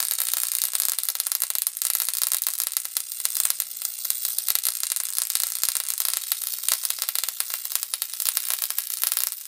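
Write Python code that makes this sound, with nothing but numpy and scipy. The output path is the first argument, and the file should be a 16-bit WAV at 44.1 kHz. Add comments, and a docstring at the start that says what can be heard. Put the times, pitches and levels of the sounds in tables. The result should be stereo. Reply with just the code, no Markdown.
"""High-voltage spark gap on a workbench

A mains-fed coil arcs close to a hand-held camera: sharp snaps near the mains crests, or a held, sizzling arc.
Snaps are filtered impulses; fizz is weak snaps and stray ticks; sizzle is sparse noise gated by mains phase.
Moving echoes, bench modes and a sparse-tap room answer them; filters give camera aim and microphone ports.
Faint rumble and hum lie below; the loudest peaks overload into thumps, are limited and clipped."""
import sys
import numpy as np
from scipy import signal
from scipy.fft import rfft, irfft, next_fast_len
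from scipy.io import wavfile
from scipy.ndimage import uniform_filter1d, minimum_filter1d, map_coordinates

SR = 44100
rng = np.random.default_rng(int(sys.argv[2]) if len(sys.argv) > 2 else 0)


def int16_out(signal):
    """Quantize to a 16-bit WAV file."""
    q = np.round(np.clip(np.atleast_2d(signal).T, -1, 1) * 32767)
    wavfile.write(sys.argv[1], SR, q.astype(np.int16))


N = 417627
TIME = np.arange(N) / SR
MAINS_HZ = 59.991
EDGE_HZ = 16400
# two breakdown points after the cycle start, and rms jitter
EARLY_S, LATE_S, JITTER_S = .0016, .0031, .00025

# prominent sparks [t/s, relative energy/dB, extra weight below crossover/dB]
SPARKS = [(0.0032, 6, 9), (0.0276, 2.5, 7), (0.111, 4, 5), (0.1204, -1, 9), (0.1867, 0, 7), (0.2032, 4, 7),
          (0.2176, 5, 4), (0.336, 6.5, 7), (0.3697, 8, 4), (0.3841, 1, 4), (0.4346, 3.5, 7.5),
          (0.5179, 4.5, -2), (0.5516, 6.5, -9), (0.6181, 6.5, -3), (0.638, 5.5, 3), (0.6531, 5.5, -6),
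          (0.753, 7.5, 3), (0.8005, 8.5, -0.5), (0.82, 4.5, -1), (0.853, 7.5, -3), (0.885, 5.5, 7),
          (0.8965, 3.5, 1), (0.9194, 4, 4), (0.9867, 4.5, 5.5), (1.0347, 3.5, -3), (1.087, 6.5, 1),
          (1.153, 4, 6.5), (1.2011, 7, 2), (1.2683, 6.0, 5.5), (1.3182, 8.5, 1.5), (1.3518, 6.5, 3),
          (1.4202, 6, 1), (1.436, 4.5, 7.5), (1.503, 4.5, 5.5), (1.553, 4, 5.5), (1.62, 3.5, -3),
          (1.6687, 6, 3.5), (1.8184, 3, -7), (1.8517, 6, 5.5), (1.8684, 5, -7), (1.9017, 6.5, 5.5),
          (1.9518, 7, 4.5), (2.0015, 3.5, 6), (2.0192, 5.5, 5), (2.0866, 6.0, 5), (2.136, 0, -4),
          (2.1516, 0.5, 0), (2.2183, 7, 5), (2.235, 6.5, 3), (2.2697, 3.5, 7.5), (2.3187, 5.5, 6.5),
          (2.335, 3, 3), (2.3458, 2.5, 10), (2.4681, 6.0, 5.5), (2.4861, 2.5, 6), (2.6015, 5.5, 4.5),
          (2.6184, 0.5, -2), (2.6362, 3, -3), (2.6699, 2.5, 8), (2.7682, 7.5, 2), (2.8535, 0.5, 6),
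          (2.9681, 9, 3), (3.2017, 2, -1), (3.2534, 8.5, 2.5), (3.3683, 4, -0.5), (3.4018, 9.5, 0),
          (3.453, 10.5, 3), (3.5033, 8.5, 3.5), (3.6017, 7.0, -1), (3.819, -3.5, 5.5), (3.8518, 6, -2),
          (4.0523, 2, 1), (4.1033, 9.5, -2.5), (4.2513, 5.5, -1.5), (4.3853, 5, -1.5), (4.4853, 8, 0),
          (4.5036, 9.5, 5.5), (4.5535, 10.0, 5), (4.6534, 6.5, -2), (4.6684, 6.5, 0), (4.6863, 6.5, 4.5),
          (4.8342, 9, -4), (4.9019, 3.5, -6), (4.9188, 7.0, -0.5), (4.9629, 4, -4), (5.0019, 6.5, -0.5),
          (5.1847, 10, -0.5), (5.2191, 7, 4.5), (5.3019, 6.0, -3), (5.3537, 11.5, 0), (5.4017, 6, 2.5),
          (5.4353, 7.5, 4), (5.469, 2.5, -2), (5.5535, 2.5, -1), (5.6352, 11.5, 1), (5.6531, 5.5, -4),
          (5.6869, 10.0, 1), (5.7538, 7.5, 2), (5.7681, 8, -2), (5.8019, 7, 4), (5.9034, 6, -5),
          (5.9792, 4.5, -11), (6.003, 9.5, 1), (6.0522, 6.5, 4), (6.0853, 7, 5.5), (6.1355, 6, 5),
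          (6.1703, 7.5, 5), (6.3186, 10.5, 1), (6.4184, 0.5, -1), (6.6854, 12.5, -6), (6.7188, 11, 8.5),
          (6.736, 9.5, 0.5), (6.8521, 9, -6), (6.904, 8.5, 4), (7.0208, 8, 4), (7.0886, 8.5, 2),
          (7.1543, 6, 5), (7.186, 8, 2.5), (7.2366, 8, 4), (7.2866, 6.5, 4), (7.4037, 8.5, 4.5),
          (7.5389, 6, 6), (7.6539, 0.5, 2.5), (7.7546, 10.5, 2.5), (7.8301, 6, 1), (7.9377, 8.5, 4),
          (8.0201, 6, 5), (8.1363, 0.5, -0.5), (8.202, 3, 0), (8.2209, 4.5, -8), (8.2552, 6.5, -5),
          (8.269, 6, -1), (8.2877, 11, 0.5), (8.371, 8, 5), (8.4861, 2.5, -2), (8.504, 7.0, 8),
          (8.5201, 3, 1), (8.5364, 7.0, 3), (8.6212, 6, 4.5), (8.6388, 5.5, 3.5), (8.7044, 5.0, 7),
          (8.7853, 9.5, 1), (8.9027, 1.5, -1), (9.0357, 8.0, 7.5), (9.0703, 9.0, 4), (9.1197, 6, 5),
          (9.1706, 6.5, 6.5), (9.2044, 3.5, 5), (9.236, 5.5, 2), (9.2704, 5.5, 3)]
# arc strength between the sparks [t/s, relative level/dB]
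ARC = [(0, -31.5), (.4, -31.5), (1.6, -38), (1.85, -33.5), (2.75, -38.5), (3.38, -30.5), (3.66, -35),
       (4.28, -27.5), (4.68, -37.5), (5.33, -31.5), (5.75, -34), (6.12, -30.5), (6.92, -30), (7.17, -34.5),
       (7.5, -30), (7.95, -33.5), (8.33, -29.5), (9.47, -35.5)]
# how firmly the arc holds and sizzles instead of snapping [t/s, share/0-1]
HOLD = [(0, 0.39), (2.7, 0.01), (3.05, 0.6), (3.7, 0.59), (4.47, 1), (4.7, 0.02), (6.0, 0.24), (6.6, 0.99),
        (6.9, 0.64), (9.4, 0.31)]
# camera place [t/s, bench echo delay/ms, bench echo level/dB, top treble/dB, left minus right/dB]
PATHS = [(0, 1.31, -7.5, -3.5, 0.5), (2.3, 1.56, -10, 1, 0.5), (3.2, 1.45, -4, -2, 0.5),
         (4.6, 1.51, -5, -6.5, 0.4), (5.3, 1.38, -11.5, -7.5, 0.3), (6.1, 1.52, -7, -8.5, -0.2),
         (6.7, 1.57, -4, -15, 0.4), (7.4, 1.4, -7.5, -4, -0.2), (8.0, 1.6, -8, -2.5, 0),
         (8.6, 1.27, -9, -1.5, -0.8), (9.4, 1.4, -13, 3, 0.3)]
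# half of a left-minus-right difference, one row per port [signed share]
SIDES = np.array([[.5], [-.5]])


def gain_of(db):
    """Decibels to amplitude."""
    return 10 ** (np.asarray(db) / 20)


def evened(x):
    """Scales to rms 1."""
    return x / np.sqrt(np.mean(x ** 2) + 1e-20)


def curve(rows, column=1):
    """One column of a time table at every sample."""
    rows = np.array(rows)
    return np.interp(TIME, rows[:, 0], rows[:, column])


def spectrum(rows, hz):
    """All value columns of a frequency table, joined on a log axis."""
    f, *columns = np.transpose(rows)
    return [np.interp(np.log(hz + 1), np.log(f + 1), c) for c in columns]


def clicks(times_s, sizes):
    """A train of single impulses."""
    index = np.clip(np.round(times_s * SR).astype(int), 0, N - 1)
    return np.bincount(index, sizes, N)


def lowpass(x, hz):
    """One-pole low-pass."""
    return signal.lfilter(*signal.butter(1, min(hz, .45 * SR), fs=SR), x)


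def bandpass(x, hz, q):
    """Two-pole resonance, unity gain at its centre."""
    return signal.lfilter(*signal.iirpeak(hz, q, SR), x)


def delayed(x, ms):
    """Delays by a moving, fractional time."""
    return map_coordinates(x, [np.arange(N) - ms * SR / 1000], order=5)


def coloured(x, rows, size=4096):
    """Causal filter with the given spectrum shape and unit energy."""
    db = spectrum(rows, abs(np.fft.fftfreq(size, 1 / SR)))[0]
    log_gain = np.log(gain_of(db))
    taps = np.fft.ifft(np.exp(signal.hilbert(log_gain).conj())).real[:size // 2]
    return signal.oaconvolve(x, taps / np.linalg.norm(taps))[:N]


def sparks(level_db=0.0, crossover_hz=2200, weight_db=0., fork_db=-8.5, fork_s=.00022,
           bite_hz=4200, bite_width_hz=1600, bite_spread_db=4):
    """Each breakdown is one shock; a fat channel adds weight and its kinks arrive a little apart."""
    s, db, fat_db = np.vstack([lesser_snaps(), SPARKS]).T
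    size = gain_of(db + level_db)
    shock = clicks(s, size)
    weight = clicks(s, size * (gain_of(fat_db + weight_db) - 1))
    # three kinks each, up to fork_s late, of random strength and sign
    chance = rng.random((len(s), 6))
    kinks = sum(clicks(s + fork_s * late, size * (2 * strength - 1))
                for late, strength in zip(chance.T[:3], chance.T[3:]))
    fork = gain_of(fork_db) * (kinks - lowpass(kinks, crossover_hz))
    # channel length differs per spark, and with it the bite in the upper middle
    bite_db = bite_spread_db * rng.uniform(-0.39, 1, len(s))
    bite = bandpass(clicks(s, size * (gain_of(bite_db) - 1)), bite_hz, bite_hz / bite_width_hz)
    return shock + bite + lowpass(weight, crossover_hz) + fork


def lesser_snaps(level_db=-0.25, spread_db=4, weight_spread_db=4, step=0.33, lull=.5):
    """A restless gap snaps fairly evenly on crests; a loud spark takes a cycle's charge, often after a lull."""
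    # restlessness of the gap [t/s, snap chance per crest before lulls/0-1, mean extra weight/dB]
    restless = [(0, .95, -2.5), (0.552, .95, -1), (.75, .3, 6.5), (1.75, .15, -12), (1.9, .65, -5),
                (2.45, .55, -7), (3.0, 0.05, -6), (3.35, 0.49, -12), (3.6, .03, 0), (4.5, 0.14, -5),
                (4.8, .8, -19), (5.6, .85, -4), (6.3, .35, -4.5), (7.3, .03, 17.5), (8.05, .12, -9),
                (8.2, 0.4, 9), (8.7, .08, -22), (9.1, .65, 2), (9.35, 0.14, -2.5)]
    s = crests()
    turn, size, weight = rng.uniform(-1, 1, (3, len(s)))
    at, chance, weight_db = np.transpose(restless)
    loud = np.isin(np.floor(s * MAINS_HZ), np.floor(np.array(SPARKS)[:, 0] * MAINS_HZ))
    loud_next = np.roll(loud, -1)
    chance = np.interp(s, at, chance) * (1 - lull * loud_next) * ~loud
    # irregular phase steps space the snaps more evenly than independent draws
    fires = np.cumsum(step * (1 + turn / 2)) % 1 < chance
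    db = np.where(fires, level_db + spread_db * size, -np.inf)
    return np.transpose([s, db, np.interp(s, at, weight_db) + weight_spread_db * weight])


def crests():
    """One moment of breakdown in every mains cycle, early or late."""
    start = np.arange(int(N / SR * MAINS_HZ)) / MAINS_HZ
    pick, jitter = rng.standard_normal((2, len(start)))
    return start + np.where(pick > 0, EARLY_S, LATE_S) + JITTER_S * jitter


def small_snaps(level_db=-2.5, spread_db=6, reverse_s=.0134, reverse_db=-10):
    """Weak breakdowns, one on each crest; the reverse half-cycle typically strikes more faintly."""
    s = crests()
    size, back_jitter, back_size = rng.standard_normal((len(s), 3)).T
    forward = clicks(s, gain_of(spread_db * np.clip(size, -2, 1.5)))
    back_s = np.arange(len(s)) / MAINS_HZ + reverse_s + JITTER_S * back_jitter
    reverse = clicks(back_s, gain_of(reverse_db + spread_db * back_size))
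    loose = 1 - np.clip(curve(HOLD), 0, 1)
    return gain_of(curve(ARC) + level_db) * loose * evened(forward + reverse)


def stray_ticks(level_db=-9, per_s=45, spread_db=5.0):
    """Loose streamers tick at any moment of the cycle, more faintly as the arc holds."""
    size = gain_of(spread_db * np.minimum(rng.exponential(1, N), 3))
    ticks = size * (rng.random(N) < per_s / SR)
    loose = 1 - np.clip(curve(HOLD), 0, 1)
    return gain_of(curve(ARC) + level_db) * loose * evened(ticks)


def sizzle(level_db=-0.5, per_s=9000, flicker_db=2.5, jitter_ms=0.32):
    """The held arc breaks into swarms of tiny discharges around set points of the mains cycle."""
    # bursts [mean t after cycle start/ms, Gaussian sigma/ms, mean relative level/dB]
    bursts = [(1.8, 0.31, -2.5), (3.8, 0.36, -2.5), (8, 6.5, -22.5), (13.5, 0.47, -3.5)]
    cycle, phase = np.divmod(TIME * MAINS_HZ, 1)
    cycle, ms = cycle.astype(int), phase * 1000 / MAINS_HZ
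    gate = np.zeros(N)
    for at_ms, width_ms, db in bursts:
        shift, size = rng.standard_normal((cycle[-1] + 1, 2))[cycle].T
        off_centre = (ms - at_ms - jitter_ms * shift) / width_ms
        gate += gain_of(db + flicker_db * size) * np.exp(-.5 * off_centre ** 2)
    swarm = rng.standard_normal(N) * (rng.random(N) < per_s / SR)
    held = np.clip(curve(HOLD), 0, 1) ** 0.62
    return gain_of(curve(ARC) + level_db) * held * evened(gate * swarm)


def aimed(x, top_hz=11500, presence_hz=8500, presence_width_hz=2200):
    """The treble changes with the way the camera points."""
    # band near presence_hz, sinking as the camera turns [t/s, level/dB]
    presence = [(0, 2), (3.3, 1.5), (5.6, 1.5), (6.8, -1.5), (9.4, -3.5)]
    x = x + (gain_of(curve(PATHS, column=3)) - 1) * (x - lowpass(x, top_hz))
    band = bandpass(x, presence_hz, presence_hz / presence_width_hz)
    return x + (gain_of(curve(presence)) - 1) * band


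def bench(x, edge_share, second_db, edge_side_db=3.9, edge_cut_hz=3200, second_ms=2.9):
    """A small edge returns short waves inverted; bench top and gear echo the result, the edge differing by port."""
    # nearby edge as the camera moves [t/s, delay/ms, level before share and port offset/dB]
    edge_echo = [(0, .39, -5), (6.1, .39, -7), (6.7, .39, -12), (7.4, .38, -14), (8.0, .33, -16),
                 (8.6, .265, -12)]
    edge_ms, edge_db = curve(edge_echo), curve(edge_echo, column=2)
    bench_ms, bench_db = curve(PATHS), curve(PATHS, column=2)
    diffracted = edge_share * delayed(x - lowpass(x, edge_cut_hz), edge_ms)
    pair = []
    for side in (-1, 1):
        edge = gain_of(edge_db + side * edge_side_db)
        near = (x - edge * diffracted) / np.sqrt(1 + (edge_share * gain_of(edge_db)) ** 2)
        first = gain_of(bench_db) * delayed(near, bench_ms)
        second = gain_of(second_db) * delayed(near, second_ms)
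        pair.append(near + first + second)
    return np.array(pair)


def ringing(x, level_db=-4, split=0.0025):
    """Bench and gear ring briefly in close pairs of modes, one of each pair nearer either port."""
    # modes [f before detuning/Hz, width before detuning/Hz, relative level/dB]
    ring = [(682, 14, 2.5), (826, 28, 1), (1076, 67, 12.5), (1330, 61, 15), (1646, 50, 12), (2140, 14, -8),
            (4390, 23, 1)]

    def modes(detune):
        """All modes at one port."""
        return sum(gain_of(db) * bandpass(x, hz * detune, hz / width_hz) for hz, width_hz, db in ring)

    return gain_of(level_db) * np.array([modes(1 + split), modes(1 - split)])


def workshop(x, t60_scale, start_s, size=256):
    """Sparse reflections that die band by band; the ports differ most in the treble."""
    # room [f/Hz, t60 before scaling/s, left-right likeness/0-1, relative level/dB]
    room_bands = [(150, 0.17, 0.76, -3), (685, 0.28, 1, 2.5), (2280, 0.32, 1, 7), (4350, 0.22, 1, 1.5),
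                  (10100, 0.3, 0.18, -2), (15900, 0.048, 0.092, 6)]
    count = SR // 2
    taps = rng.standard_normal((2, count)) * (rng.random((2, count)) < 1 / 5)
    hz, t, (a, b) = signal.stft(taps, SR, nperseg=size)
    t60, same, db = spectrum(room_bands, hz[:, None])
    same = np.clip(same, -1, 1)
    decay = gain_of(db - 60 * t / (t60 * t60_scale))
    z = np.array([a, same * a + np.sqrt(1 - same ** 2) * b]) * decay
    # silent until start_s, full at twice start_s
    onset = np.clip(np.arange(count) / SR / start_s - 1, 0, 1)
    tail = signal.istft(z, SR, nperseg=size)[1][:, :count] * onset
    return signal.fftconvolve(x[None], tail / np.linalg.norm(tail[0]), axes=1)[:, :N]


def wandering_room(x, t60_scale, start_s, half_turns_per_s=2.3, count=3):
    """The arc wanders in the gap, so the mix of several reflection patterns keeps changing."""
    shares = (np.cos(np.pi * (half_turns_per_s * TIME + k / count)) * np.sqrt(2 / count)
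              for k in range(count))
    return sum(workshop(x * share, t60_scale, start_s) for share in shares)


def ports(x):
    """Two microphone ports colour the treble differently; a rising delay spreads each snap by under 1 ms."""
    # ports [f/Hz, left minus right/dB, left phase lead/rad]
    port_bands = [(100, 3, 0.64), (600, 1, -0.17), (2210, 0, -0.077), (4300, -1, -0.14), (7100, 0.5, -0.57),
                  (8060, 0, 0.49), (10120, -2, -1.57), (11750, -3, 1.25), (12200, -12.5, 0.84),
                  (12800, 7, 1.6), (14000, 1, 1.27), (15700, 5, 0.9)]
    smear_s = .00028  # delay at EDGE_HZ, proportional to frequency
    size = next_fast_len(N + 4096)
    hz = np.fft.rfftfreq(size, 1 / SR)
    balance_db, lead = spectrum(port_bands, hz)
    phase = SIDES * lead - np.pi * smear_s * hz ** 2 / EDGE_HZ
    pair = gain_of(SIDES * balance_db) * np.exp(1j * phase)
    pair = pair / np.sqrt(np.mean(abs(pair) ** 2, 0))
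    return irfft(rfft(x, size) * pair, size)[:, :N]


def wander(x, lag_ms=0.0069, rate_hz=25):
    """The arc jumps about in the gap, so the time difference between the ports wavers (lag_ms rms)."""
    lag = lag_ms * evened(lowpass(lowpass(rng.standard_normal(N), rate_hz), rate_hz))
    return np.array([delayed(port, side * lag) for port, side in zip(x, SIDES)])


def background(waver_hz=3, waver=0.32, apart=0.18):
    """Faint low rumble with a slightly wavering hum that swells while the arc holds."""
    # rumble [f/Hz, relative level/dB]
    rumble = [(20, -1), (60, 6), (120, 2), (250, 9.5), (500, -6), (2000, -8), (16000, -28)]
    # hum partials [f/Hz, relative level/dB]
    hum_partials = [(111, -7), (135, -11.5), (170, -7), (221, -2.5), (400, -5.5), (600, 2), (810, 2)]
    # rumble and hum together [t/s, level/dB]
    floor_level = [(0, -84), (2.6, -86), (3.4, -77.5), (4.4, -77), (4.7, -83), (6.2, -82.5), (7.6, -82),
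                   (9.4, -83)]
    mid, side = (evened(coloured(rng.standard_normal(N), rumble)) for _ in range(2))
    hum = np.zeros(N)
    for hz, db in hum_partials:
        swell = 1 + waver * evened(lowpass(lowpass(rng.standard_normal(N), waver_hz), waver_hz))
        hum += gain_of(db) * evened(swell * np.sin(2 * np.pi * (hz * TIME + rng.random())))
    centre = mid + hum * (0.49 + curve(HOLD))
    return gain_of(curve(floor_level)) * (centre + apart * np.array([side, -side]))


def scene(clutter_db=-12, room_db=-8.0):
    """All discharges share the paths; weak ones are spread along the gap, which blurs their edge echo."""
    # clear spark [f/Hz, relative level/dB]
    snap_colour = [(40, -54), (200, -30.5), (400, -22.5), (660, -16), (1350, -15), (3100, -9), (3850, -2.5),
                   (6500, -2.5), (8500, 3), (11700, 7.5), (13000, 8), (14800, -3), (15500, 8), (16300, -14)]
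    # tiny discharges, thinner [f/Hz, relative level/dB]
    fizz_colour = [(40, -38), (400, -28.5), (1000, -24), (2900, -9.5), (3800, -7.5), (5500, -4),
                   (7200, -1.5), (8500, 4.5), (11700, -5), (14800, 2.5), (15500, -18), (16300, -29)]
    # held arc, hollow below the upper middle [f/Hz, relative level/dB]
    held_colour = [(40, -46), (400, -26.5), (1000, -26), (3000, -11.5), (3700, -2.5), (5500, -1),
                   (7200, -2.5), (8500, 5.5), (11700, 0), (14800, 13), (15400, -15), (16300, -33)]
    snaps = aimed(coloured(sparks(), snap_colour))
    fizz = aimed(coloured(small_snaps() + stray_ticks(), fizz_colour))
    held = aimed(coloured(sizzle(), held_colour))
    arc = snaps + fizz + held
    near = bench(snaps, edge_share=0.5, second_db=-14)
    near += bench(fizz, edge_share=0.27, second_db=-11)
    near += bench(held, edge_share=0.13, second_db=-5)
    clutter = gain_of(clutter_db) * wandering_room(arc, t60_scale=0.15, start_s=0.0015)
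    room = gain_of(room_db) * wandering_room(arc, t60_scale=0.52, start_s=0.0018)
    heard = wander(ports(near + ringing(arc) + clutter + room))
    return heard * gain_of(SIDES * curve(PATHS, column=4)) + background()


def overload(dry, onset=0.86, thump_db=-11, thump_hz=200):
    """Driven too hard, the input stage rectifies the peaks into a soft low thump."""
    excess = np.tanh(np.maximum(abs(dry).mean(0) - onset, 0))
    return dry + gain_of(thump_db) * lowpass(excess, thump_hz)


def record(dry, limit=1.5, hold_s=0.001):
    """A fast limiter squeezes the loudest snaps, remaining peaks clip; then the band limit."""
    size = 2 * int(hold_s * SR / 2) + 1
    driven = overload(dry)
    allowed = np.minimum(1, limit / (abs(driven).max(0) + 1e-9))
    limited = driven * uniform_filter1d(minimum_filter1d(allowed, size), size)
    clipped = np.clip(limited, -.92, .92)
    band_limit = signal.firwin(255, EDGE_HZ, window=("kaiser", 8), fs=SR)
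    return signal.oaconvolve(clipped, band_limit[None], "same")


dry = scene()
out = record(dry)
int16_out(out)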